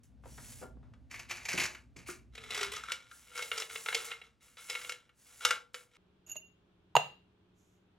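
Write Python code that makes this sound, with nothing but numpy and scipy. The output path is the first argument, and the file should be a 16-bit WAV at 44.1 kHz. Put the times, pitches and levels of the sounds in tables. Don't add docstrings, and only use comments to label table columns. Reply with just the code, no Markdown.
import sys
import numpy as np
from scipy import signal
from scipy.fft import rfft, irfft
from scipy.io import wavfile
from scipy.ndimage import uniform_filter1d

SR = 44100
rng = np.random.default_rng(int(sys.argv[2]) if len(sys.argv) > 2 else 0)


def master(y):
    cut = np.clip(np.atleast_2d(y).T, -1, 1)
    pcm = np.round(cut * 32767)
    wavfile.write(sys.argv[1], SR, pcm.astype(np.int16))


N = 351918
TIME = np.arange(N) / SR
FREQS = np.fft.rfftfreq(N, 1 / SR)

# freq_hz, correlation
BATH_LIKENESS = [(100, 0.53), (450, 0.94), (900, 0.089), (1400, 0.64), (2500, .93), (7000, 1), (10000, .7),
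                 (15000, .6)]
KITCHEN_LIKENESS = [(60, 0.85), (200, 1), (500, 0.38), (1000, 0.22), (2500, 0.086), (15000, .1)]


def amp(db):
    return 10 ** (np.asarray(db) / 20)


def unit(x):
    return x / np.sqrt(np.mean(x ** 2) + 1e-20)


def read(points, hz):
    f, value = np.transpose(points)
    return np.interp(np.log(hz + 1), np.log(f + 1), value)


def level(rows):
    s, db = np.transpose(rows)
    return amp(np.interp(TIME, s, db, left=-150, right=-150))


def add(mix, start_s, sound):
    part = mix[round(start_s * SR):][:len(sound)]
    part += sound[:len(part)]


def colour(x, points):
    return irfft(rfft(x) * amp(read(points, FREQS)), N)


def pair(x, likeness):
    a, b = rfft(x, N)
    same = np.clip(read(likeness, FREQS), 0, 1)
    return irfft(np.array([a, same * a + np.sqrt(1 - same ** 2) * b]), N)


def resonate(x, hz, width_hz):
    turn = np.exp(2j * np.pi * np.cumsum(hz) / SR)
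    pole = np.exp(-np.pi * width_hz / SR)
    return 2 * (turn * signal.lfilter([1 - pole], [1, -pole], x / turn + 1e-18)).real


def moves(rows, attack_share, settle_db_per_s):
    power = np.zeros(N)
    for start, length, db, swell_db in rows:
        t = TIME[:SR] - attack_share * length
        rise = np.clip(1 - t / t[0], 0, 1) ** 2
        held_db = db + swell_db * np.clip(t / length, 0, 1)
        settled_db = settle_db_per_s * np.maximum(t - length, 0)
        add(power, start + t[0], (rise * amp(held_db - settled_db)) ** 2)
    return np.sqrt(power)


def shell_ring(shell, modes, hollow_db=0, crack_db=0, size=4096):
    hz = np.fft.rfftfreq(size, 1 / SR)
    lift = 1 + sum((amp(db) ** 2 - 1) / (1 + (2 * (hz - f) / width) ** 2) for f, width, db in modes)
    contact_db = read([(780, 0), (1200, hollow_db), (1500, hollow_db), (2000, 0.019), (3900, 0.0038),
                       (4800, crack_db), (7500, crack_db), (11000, crack_db / 2)], hz)
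    gain = amp(read(shell, hz) + contact_db) * np.sqrt(abs(lift))
    log_gain = np.log(np.r_[gain, gain[-2:0:-1]] + 1e-6)
    return np.fft.ifft(np.exp(signal.hilbert(log_gain).conj())).real


def hits(rows, shell, modes, chatter=0, chatter_s=1, size=1024):
    out, t = np.zeros(N), TIME[:size]
    for start, db, hollow_db, crack_db in rows:
        force = chatter * rng.standard_normal(size) * np.exp(-(t / chatter_s) ** 2)
        force[0] += 1
        blow = signal.fftconvolve(force, shell_ring(shell, modes, hollow_db, crack_db))
        add(out, start, amp(db) * blow / np.linalg.norm(blow))
    return out


def tumble(motion, shell, modes, per_s, spread_db, crack_db, spots=6, contact_s=0.00069):
    kicks = amp(spread_db * np.minimum(rng.exponential(1, N), 3.5)) * rng.choice([-1, 1], N)
    kicks *= rng.random(N) < per_s / SR
    kicks /= np.sqrt(abs(uniform_filter1d(kicks ** 2, size=1800)) + 1e-4)
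    spot = rng.integers(0, spots, N)
    out, t = np.zeros(N), TIME[:256]
    for k in range(spots):
        contact = rng.standard_normal(len(t)) * np.exp(-t / contact_s)
        wall = shell_ring(shell, modes, 2 * rng.normal(), crack_db + 2 * rng.normal())
        ring = unit(signal.fftconvolve(contact, wall))
        out += signal.oaconvolve(kicks * (spot == k), ring)[:N]
    return unit(out) * motion


def diffuse_noise(spectrum, likeness):
    return unit(colour(pair(rng.standard_normal((2, N)), likeness), spectrum))


def reverb(x, t60, likeness, gap_s, size=22050):
    hz, t, bands = signal.stft(rng.standard_normal((2, size)), SR, nperseg=256)
    tail = signal.istft(bands * amp(-60 * t / read(t60, hz)[:, None]), SR, nperseg=256)[1]
    tail *= np.clip(TIME[:tail.shape[1]] / gap_s - 1, 0, 1)
    response = pair(tail / np.linalg.norm(tail[0]), likeness)[:, :size]
    return signal.fftconvolve(x[None], response, axes=1)[:, :N]


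def appliance_hum():
    # pitch_hz, gain_db
    tones = [(96.9, -81.5), (183.0, -71), (414.5, -78)]
    hum = sum(amp(db) * np.sqrt(2) * np.sin(2 * np.pi * (hz * TIME + rng.random())) for hz, db in tones)
    return amp(-4.0) * hum


def handling():
    # time_s, gain_db
    course = [(0, -62.5), (.3, -53), (.8, -53), (1.5, -61), (2.7, -57.5), (3.1, -70.5), (5.96, -78)]
    # freq_hz, gain_db
    spectrum = [(20, -29), (38, -15), (60, 6.5), (85, -8.5), (120, -1), (170, -15.5), (250, -7),
                (340, -26.5), (700, -29.5), (1500, -57), (4000, -75)]
    return amp(-1.5) * diffuse_noise(spectrum, likeness=[(50, 0.35), (200, 0.92)]) * level(course)


def hand_brush():
    # start_s, length_s, gain_db, swell_db
    strokes = [(7.59, 0.17, -78, -7)]
    spectrum = [(1000, -25), (4500, -12), (6800, 5), (9000, -13), (12000, -6), (14000, -27)]
    hiss = unit(colour(rng.standard_normal(N), spectrum))
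    return hiss * moves(strokes, attack_share=0.38, settle_db_per_s=199.5)


def squeak(pitch_hz=5700, width_hz=260):
    # start_s, length_s, gain_db, swell_db
    rubs = [(.33, 0.073, -68, 0)]
    pitch = np.full(N, pitch_hz)
    band = resonate(rng.standard_normal(N), pitch, width_hz)
    whistle = unit(resonate(band, pitch, width_hz))
    return whistle * moves(rubs, attack_share=0.6, settle_db_per_s=145)


def closed_motion():
    # start_s, length_s, gain_db, swell_db
    shifts = [(1.113, 0.12, -50.5, -5.5), (1.3, 0.16, -45, -9), (1.49, 0.1, -35.5, -9.5),
              (1.58, 0.069, -33.5, -4), (1.69, 0.094, -55, -8), (1.965, 0.04, -53.5, -3),
              (2.065, 0.059, -50.5, -2)]
    return moves(shifts, attack_share=0.15, settle_db_per_s=249.5)


def open_motion():
    # start_s, length_s, gain_db, swell_db
    shakes = [(2.355, 0.24, -53.5, 8), (2.51, .14, -38, 3.5), (2.72, 0.063, -37, -3.5),
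              (2.84, 0.082, -50.5, 10), (2.98, 0.12, -55, -7), (3.15, 0.19, -75, 23.5),
              (3.36, 0.088, -38.5, -6), (3.53, 0.073, -43, 4), (3.7, 0.095, -43.5, -10),
              (3.88, 0.1, -49.5, 11.5), (4.0, .125, -48, 5), (4.18, 0.078, -61.5, 3),
              (4.41, 0.094, -64.5, 1), (4.58, 0.052, -48, -7.5), (4.705, 0.26, -40, -18),
              (4.99, 0.088, -66.5, -6), (5.27, 0.15, -63.5, -2), (5.41, 0.038, -46, 5),
              (5.46, .08, -34, -6), (5.75, 0.063, -57.5, -4), (5.89, 0.091, -76, 21.5)]
    return moves(shakes, attack_share=0.17, settle_db_per_s=270)


def sliding(grain_db=3):
    # start_s, length_s, gain_db, swell_db
    slides = [(.034, 0.0046, -64.5, -7), (.28, 0.25, -66.5, 11), (.56, 0.063, -60.5, 0),
              (2.075, 0.036, -55.5, -2.5), (2.72, 0.01, -49.5, -14), (3.14, 0.27, -63, -15),
              (3.37, 0.28, -57, -1.5), (3.73, 0.29, -54.5, -1), (4.046, .008, -48.5, 0),
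              (4.43, 0.12, -69, -6), (4.62, .28, -61, 3), (5.2, 0.28, -71, 11), (5.75, 0.085, -62, -10.5)]
    # freq_hz, gain_db
    spectrum = [(200, -7.5), (900, -5), (2500, -1), (4000, -4), (7000, 3.5), (9000, 4), (12000, -2),
                (16000, -6.5)]
    slips = rng.standard_normal(N)
    slips *= amp(grain_db * unit(uniform_filter1d(rng.standard_normal(N), size=40)))
    rubbing = moves(slides, attack_share=0.28, settle_db_per_s=332)
    rubbing += amp(-19) * closed_motion() + amp(-26) * open_motion()
    return amp(4.5) * unit(colour(slips, spectrum)) * rubbing


def tray_bumps(size=8192):
    # start_s, gain_db, pitch_hz, decay_s
    bumps = [(.236, -49, 1004, 0.024), (0.257, -39.5, 640, 0.012), (.380, -43, 1140, 0.013),
             (0.614, -41, 448, 0.023), (0.625, -38, 520, 0.021), (0.769, -49.5, 193, 0.012),
             (.829, -58, 1060, 0.047), (0.937, -50.5, 1880, 0.0057), (1.538, -30, 189, 0.017),
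             (1.584, -36.5, 227, 0.017), (1.96, -45, 170, 0.039), (2.088, -41.5, 380, 0.011),
             (3.966, -55.5, 395.4, .015), (5.46, -50, 108.7, 0.061)]
    # freq_hz, width_hz, lift_db
    modes = [(255, 15, 0.5), (550, 40, -0.5), (1370, 52, 6.5)]
    out, t = np.zeros(N), TIME[:size]
    for start, db, hz, decay in bumps:
        scuff = rng.standard_normal(size) * np.exp(-t / decay)
        bump = signal.lfilter(*signal.butter(1, [hz / 1.9, hz * 1.38], "band", fs=SR), scuff)
        bump = signal.lfilter(*signal.butter(1, hz * 2, fs=SR), bump)
        add(out, start, amp(db) * bump / abs(bump).max())
    return signal.oaconvolve(out, shell_ring([(100, -2.3), (8000, -1.2)], modes))[:N]


def bottle_knocks(attack_s=0.0025):
    # start_s, gain_db, pitch_hz, t60_s
    knocks = [(.626, -49, 645, 0.091), (.628, -53, 1393, 0.2), (1.579, -43, 347, .2),
              (2.088, -37.5, 358, 0.11)]
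    out, t = np.zeros(N), TIME[:SR // 2]
    for start, db, hz, t60 in knocks:
        envelope = amp(db - 60 * t / t60) * (1 - np.exp(-t / attack_s))
        add(out, start, envelope * np.sin(2 * np.pi * hz * t))
    return out


def counter_knocks(attack_s=0.0012, crack_s=0.008):
    # start_s, gain_db, pitch_hz, length_s, crack_db
    blows = [(6.356, -45.5, 620, 0.015, -6.5), (6.9527, -8.5, 929, 0.005, -20.5),
             (6.965, -16.5, 775, 0.005, -4.5)]
    # freq_hz, gain_db
    spectrum = [(30, -31.5), (80, -18.5), (140, 7.5), (250, -12.5), (420, 12.5), (1100, 10.5), (2000, 3.5),
                (4000, 0), (6000, -12.5), (8500, -15.5), (10000, -35), (16000, -28.5)]
    # freq_hz, width_hz, lift_db
    modes = [(8630, 300, 12), (11550, 161, 13), (14480, 82, 30.5)]
    knocks, cracks, t = np.zeros(N), np.zeros(N), TIME[:SR // 8]
    for start, db, hz, length, crack_db in blows:
        envelope = amp(db) * np.exp(-(t / length) ** 2) * (1 - np.exp(-t / attack_s))
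        add(knocks, start, -envelope * np.sin(2 * np.pi * hz * t))
        burst = np.exp(-(t / crack_s) ** 2) * rng.standard_normal(len(t))
        add(cracks, start, amp(db + crack_db) * burst)
    return knocks + signal.oaconvolve(cracks, shell_ring(spectrum, modes))[:N]


def spoon(contact_s=0.0014):
    # freq_hz, gain_db, t60_s
    modes = [(2718, -22.5, 0.14), (2775, -10, 0.3), (2784, -6, 0.39), (6770, 8, 0.12), (6650, -5, 0.088),
             (11520, -3.5, 0.091), (14200, -20.5, .06)]
    # start_s, gain_db, tilt_db_per_octave, share_of_free_ring_time
    clinks = [(6.264, -63, 2, 1), (6.296, -48, 6, 0.19), (6.305, -56.5, 6, 0.28), (6.315, -45, 3, 0.61),
              (6.364, -39, -4, 0.72), (6.953, -32, -1, 0.24), (6.9647, -8.5, -9, 0.081),
              (6.987, -30, -16.5, .5)]
    # time_s, gain_db
    scrape = [(6.262, -79), (6.267, -69), (6.28, -58), (6.3, -55), (6.325, -56.5), (6.345, -68),
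              (6.366, -52.5), (6.385, -79)]
    out, t = np.zeros(N), TIME[:SR // 2]
    attack = 1 - np.exp(-(t / contact_s) ** 2)
    for start, db, tilt_db, free in clinks:
        for hz, mode_db, t60 in modes:
            ring_db = db + mode_db + tilt_db * np.log2(hz / 2800) - 60 * t / (t60 * free)
            add(out, start, attack * amp(ring_db) * np.sin(2 * np.pi * hz * t))
    damped_modes = [(hz, 90, 23.5 + db) for hz, db, _ in modes]
    rubbed = shell_ring([(200, 12.5), (1500, 4), (16000, -10.0)], damped_modes)
    buzz = unit(signal.oaconvolve(rng.standard_normal(N), rubbed)[:N])
    return out + buzz * level(scrape)


def closed_bottle():
    # start_s, gain_db, hollow_db, crack_db
    knocks = [(1.113, -33, 7, 5), (1.142, -28, 6, -2), (1.158, -33, -11.5, -4.5), (1.194, -28, -2.5, -0.5),
              (1.3, -28, -6, -1.5), (1.31, -20, 3, -1.5), (1.37, -33.5, 10, 10), (1.453, -22, -6, 2.5),
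              (1.487, -20.5, 1, 4), (1.53, -19.5, 4.5, 6.5), (1.577, -16.5, -1.5, -2.5),
              (1.598, -15, -22, 0.5), (1.615, -16, 1, -2.5), (1.636, -17.5, -3, 4), (1.654, -20.5, 5.5, 7),
              (1.748, -31, 7.5, -4), (1.967, -42, 9, 14), (2.087, -28.5, 32, -6), (2.1, -31, 3, 6)]
    # freq_hz, gain_db
    shell = [(30, -44.5), (100, -8.5), (250, -23), (600, -13), (1000, -9.5), (1600, -5), (2300, 3),
             (3300, -11.5), (5000, -10), (7000, -9.5), (8500, -21), (12000, -19), (16000, -40)]
    # freq_hz, width_hz, lift_db
    modes = [(350, 6.1, 19.5), (2360, 280, 1.5), (4480, 79, 2)]
    blows = hits(knocks, shell, modes, chatter=0.28, chatter_s=0.014)
    heap = tumble(closed_motion(), shell, modes, per_s=1200, spread_db=-0.5, crack_db=-0.5)
    return amp(11.0) * blows + amp(-1.5) * heap


def open_bottle(neck_width_hz=19, free_neck_hz=501):
    # start_s, gain_db, hollow_db, crack_db
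    knocks = [(2.353, -33.5, -4.5, 1), (2.379, -30, -14, -15), (2.438, -33, -6, -3),
              (2.506, -23, -21, -2.5), (2.547, -21.5, -9.5, 4.5), (2.577, -21, 4, 6.5),
              (2.61, -20.5, -4, 0.5), (2.63, -17, 3, 6), (2.72, -27, -6, -1), (2.764, -26.5, 0, 12),
              (2.837, -29, 12, 4.5), (2.885, -27.5, 10, -18), (2.904, -25.5, 28, -21),
              (2.919, -16.5, -8, 2.5), (3.113, -36, 11.5, 1), (3.377, -25.5, 2, 10), (3.391, -23, 5.5, -10),
              (3.424, -23.5, -19, 2.5), (3.516, -16, 2.5, -9.5), (3.578, -19.5, -4.5, 7),
              (3.6, -21.5, 3, 8.5), (3.621, -22, -10.5, -1.5), (3.7, -39, 10, -14), (3.758, -23, -2.5, -5),
              (3.861, -22, 3, -5), (3.886, -17, -1, -9), (3.927, -20, 1.5, -13.5), (3.947, -12, -23.5, 4),
              (4.115, -22.5, -5, -15), (4.216, -32.5, -11, -17), (4.57, -37, -3, -4),
              (4.698, -19.5, -15, 6.5), (4.752, -19.5, -3.5, -8), (4.816, -31.5, 1.5, 6),
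              (4.846, -28.5, -1, -26), (4.895, -21, -1.5, 7.5), (4.921, -25, -9, 0), (5.093, -48, 2.5, -11),
              (5.407, -34.5, 13, 6.5), (5.45, -5.5, 3, 5.5), (5.508, -11, 6, 1.5), (5.744, -25, 2, 4)]
    # freq_hz, gain_db
    shell = [(30, -53), (100, -36.5), (250, -26), (380, -15.5), (520, -13), (800, -10), (1300, -4.5),
             (2200, 0), (3000, -2), (4200, -8), (5200, -7.5), (7300, -10.5), (8700, -14.5), (12000, -19.5),
             (16000, -30)]
    # freq_hz, width_hz, lift_db
    modes = [(1384, 150, 8.4), (2206, 100, 5.6), (2814, 91, 5.8), (3465, 70, 6.3), (3947, 160, 7.6),
             (5300, 30, 3.4), (7200, 170, 2.5)]
    # time_s, pitch_hz, coupling_db
    neck = [(2.4, 448, 21.5), (2.68, 394, 25.5), (2.95, 515, 7), (3.4, 484, 21.5), (3.6, 452, 24),
            (4.0, 467.8, 21.5), (4.199, 459, 18), (4.8, 484, 18.5), (5.448, 490.5, 17.5), (5.8, 496, 25)]
    # freq_hz, width_hz, gain_db
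    air_modes = [(1391, 40, 4.5), (2256, 26, 3), (2910, 52, -3)]
    # start_s, length_s, gain_db, swell_db
    taps = [(3.965, 0.0113, -36.5, -0.5)]
    blows = hits(knocks, shell, modes, chatter=0.31, chatter_s=0.0081)
    pushes = hits(knocks, shell, modes)
    heap = amp(-6.0) * tumble(open_motion(), shell, modes, per_s=950, spread_db=2.5, crack_db=-1.0)
    drive = amp(11.0) * pushes + heap
    times, pitches, coupling_db = np.transpose(neck)
    neck_hz = np.interp(TIME, times, pitches)
    coupling = amp(np.interp(TIME, times, coupling_db))
    hoot = resonate(drive * coupling, neck_hz, neck_width_hz)
    stretch = (neck_hz / free_neck_hz) ** 0.74
    cavity = sum(amp(db) * resonate(drive, hz * stretch, width) for hz, width, db in air_modes)
    neck_tone = np.sin(2 * np.pi * np.cumsum(neck_hz) / SR)
    pop = neck_tone * moves(taps, attack_share=0.58, settle_db_per_s=165)
    return amp(10.5) * blows + heap + cavity + pop + hoot


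def microphone_ports(sound):
    # freq_hz, left_lead_rad
    phase = [(100, 1), (2000, 0), (3200, .7), (5200, 0.71), (5900, 0.36), (6500, 0.5), (7900, 0.5),
             (8150, 2), (9000, 2.08), (10500, 0.3), (11400, -0.8), (13400, -3.1), (14200, -4.5),
             (15300, -4.5)]
    # freq_hz, left_minus_right_db
    balance = [(100, -1), (400, 1), (900, 2.5), (1400, 2), (2400, -0.1), (15000, 0)]
    lead_rad = np.interp(FREQS, *np.transpose(phase))
    left = np.exp(0.5j * lead_rad) * amp(read(balance, FREQS) / 2)
    return irfft(rfft(sound) * np.array([left, 1 / left]), N)


def bathroom():
    # freq_hz, t60_s
    t60 = [(250, 0.36), (700, 0.34), (2000, 0.21), (5000, 0.21), (14000, 0.16)]
    # freq_hz, gain_db
    air = [(30, -13.5), (120, 0.5), (400, -10), (1000, -15), (3000, -21.5), (8000, -32), (16000, -44.5)]
    direct = closed_bottle() + open_bottle() + sliding() + squeak() + tray_bumps() + bottle_knocks()
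    reflections = amp(-8.5) * reverb(direct, t60, BATH_LIKENESS, gap_s=0.0049)
    background = handling() + amp(-76.5) * diffuse_noise(air, BATH_LIKENESS)
    return microphone_ports(direct + reflections) + background


def kitchen():
    # freq_hz, t60_s
    t60 = [(250, 0.4), (700, 0.27), (2800, 0.36), (4500, 0.39), (6800, .27), (14000, 0.33)]
    # freq_hz, gain_db
    air = [(25, -18.5), (85, -5), (150, -11), (185, -8), (243, -14.5), (354, -9), (440, -18.5), (790, -22),
           (1460, -24.5), (1900, -29.5), (3400, -27.5), (4600, -38), (8000, -47.5), (15000, -58)]
    direct = spoon() + counter_knocks() + hand_brush()
    reflections = amp(-8.5) * reverb(direct, t60, KITCHEN_LIKENESS, gap_s=0.0015)
    background = amp(-70.0) * diffuse_noise(air, KITCHEN_LIKENESS) + appliance_hum()
    return direct * amp([[-2.5], [2]]) + reflections + background


def scene(cut_s=5.97):
    return np.where(TIME < cut_s, bathroom(), kitchen())


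def record(dry):
    low_pass = signal.firwin(401, 16000, window=("kaiser", 9), fs=SR)
    return signal.oaconvolve(dry, low_pass[None], "same", axes=1)


dry = scene()
out = record(dry)
master(out)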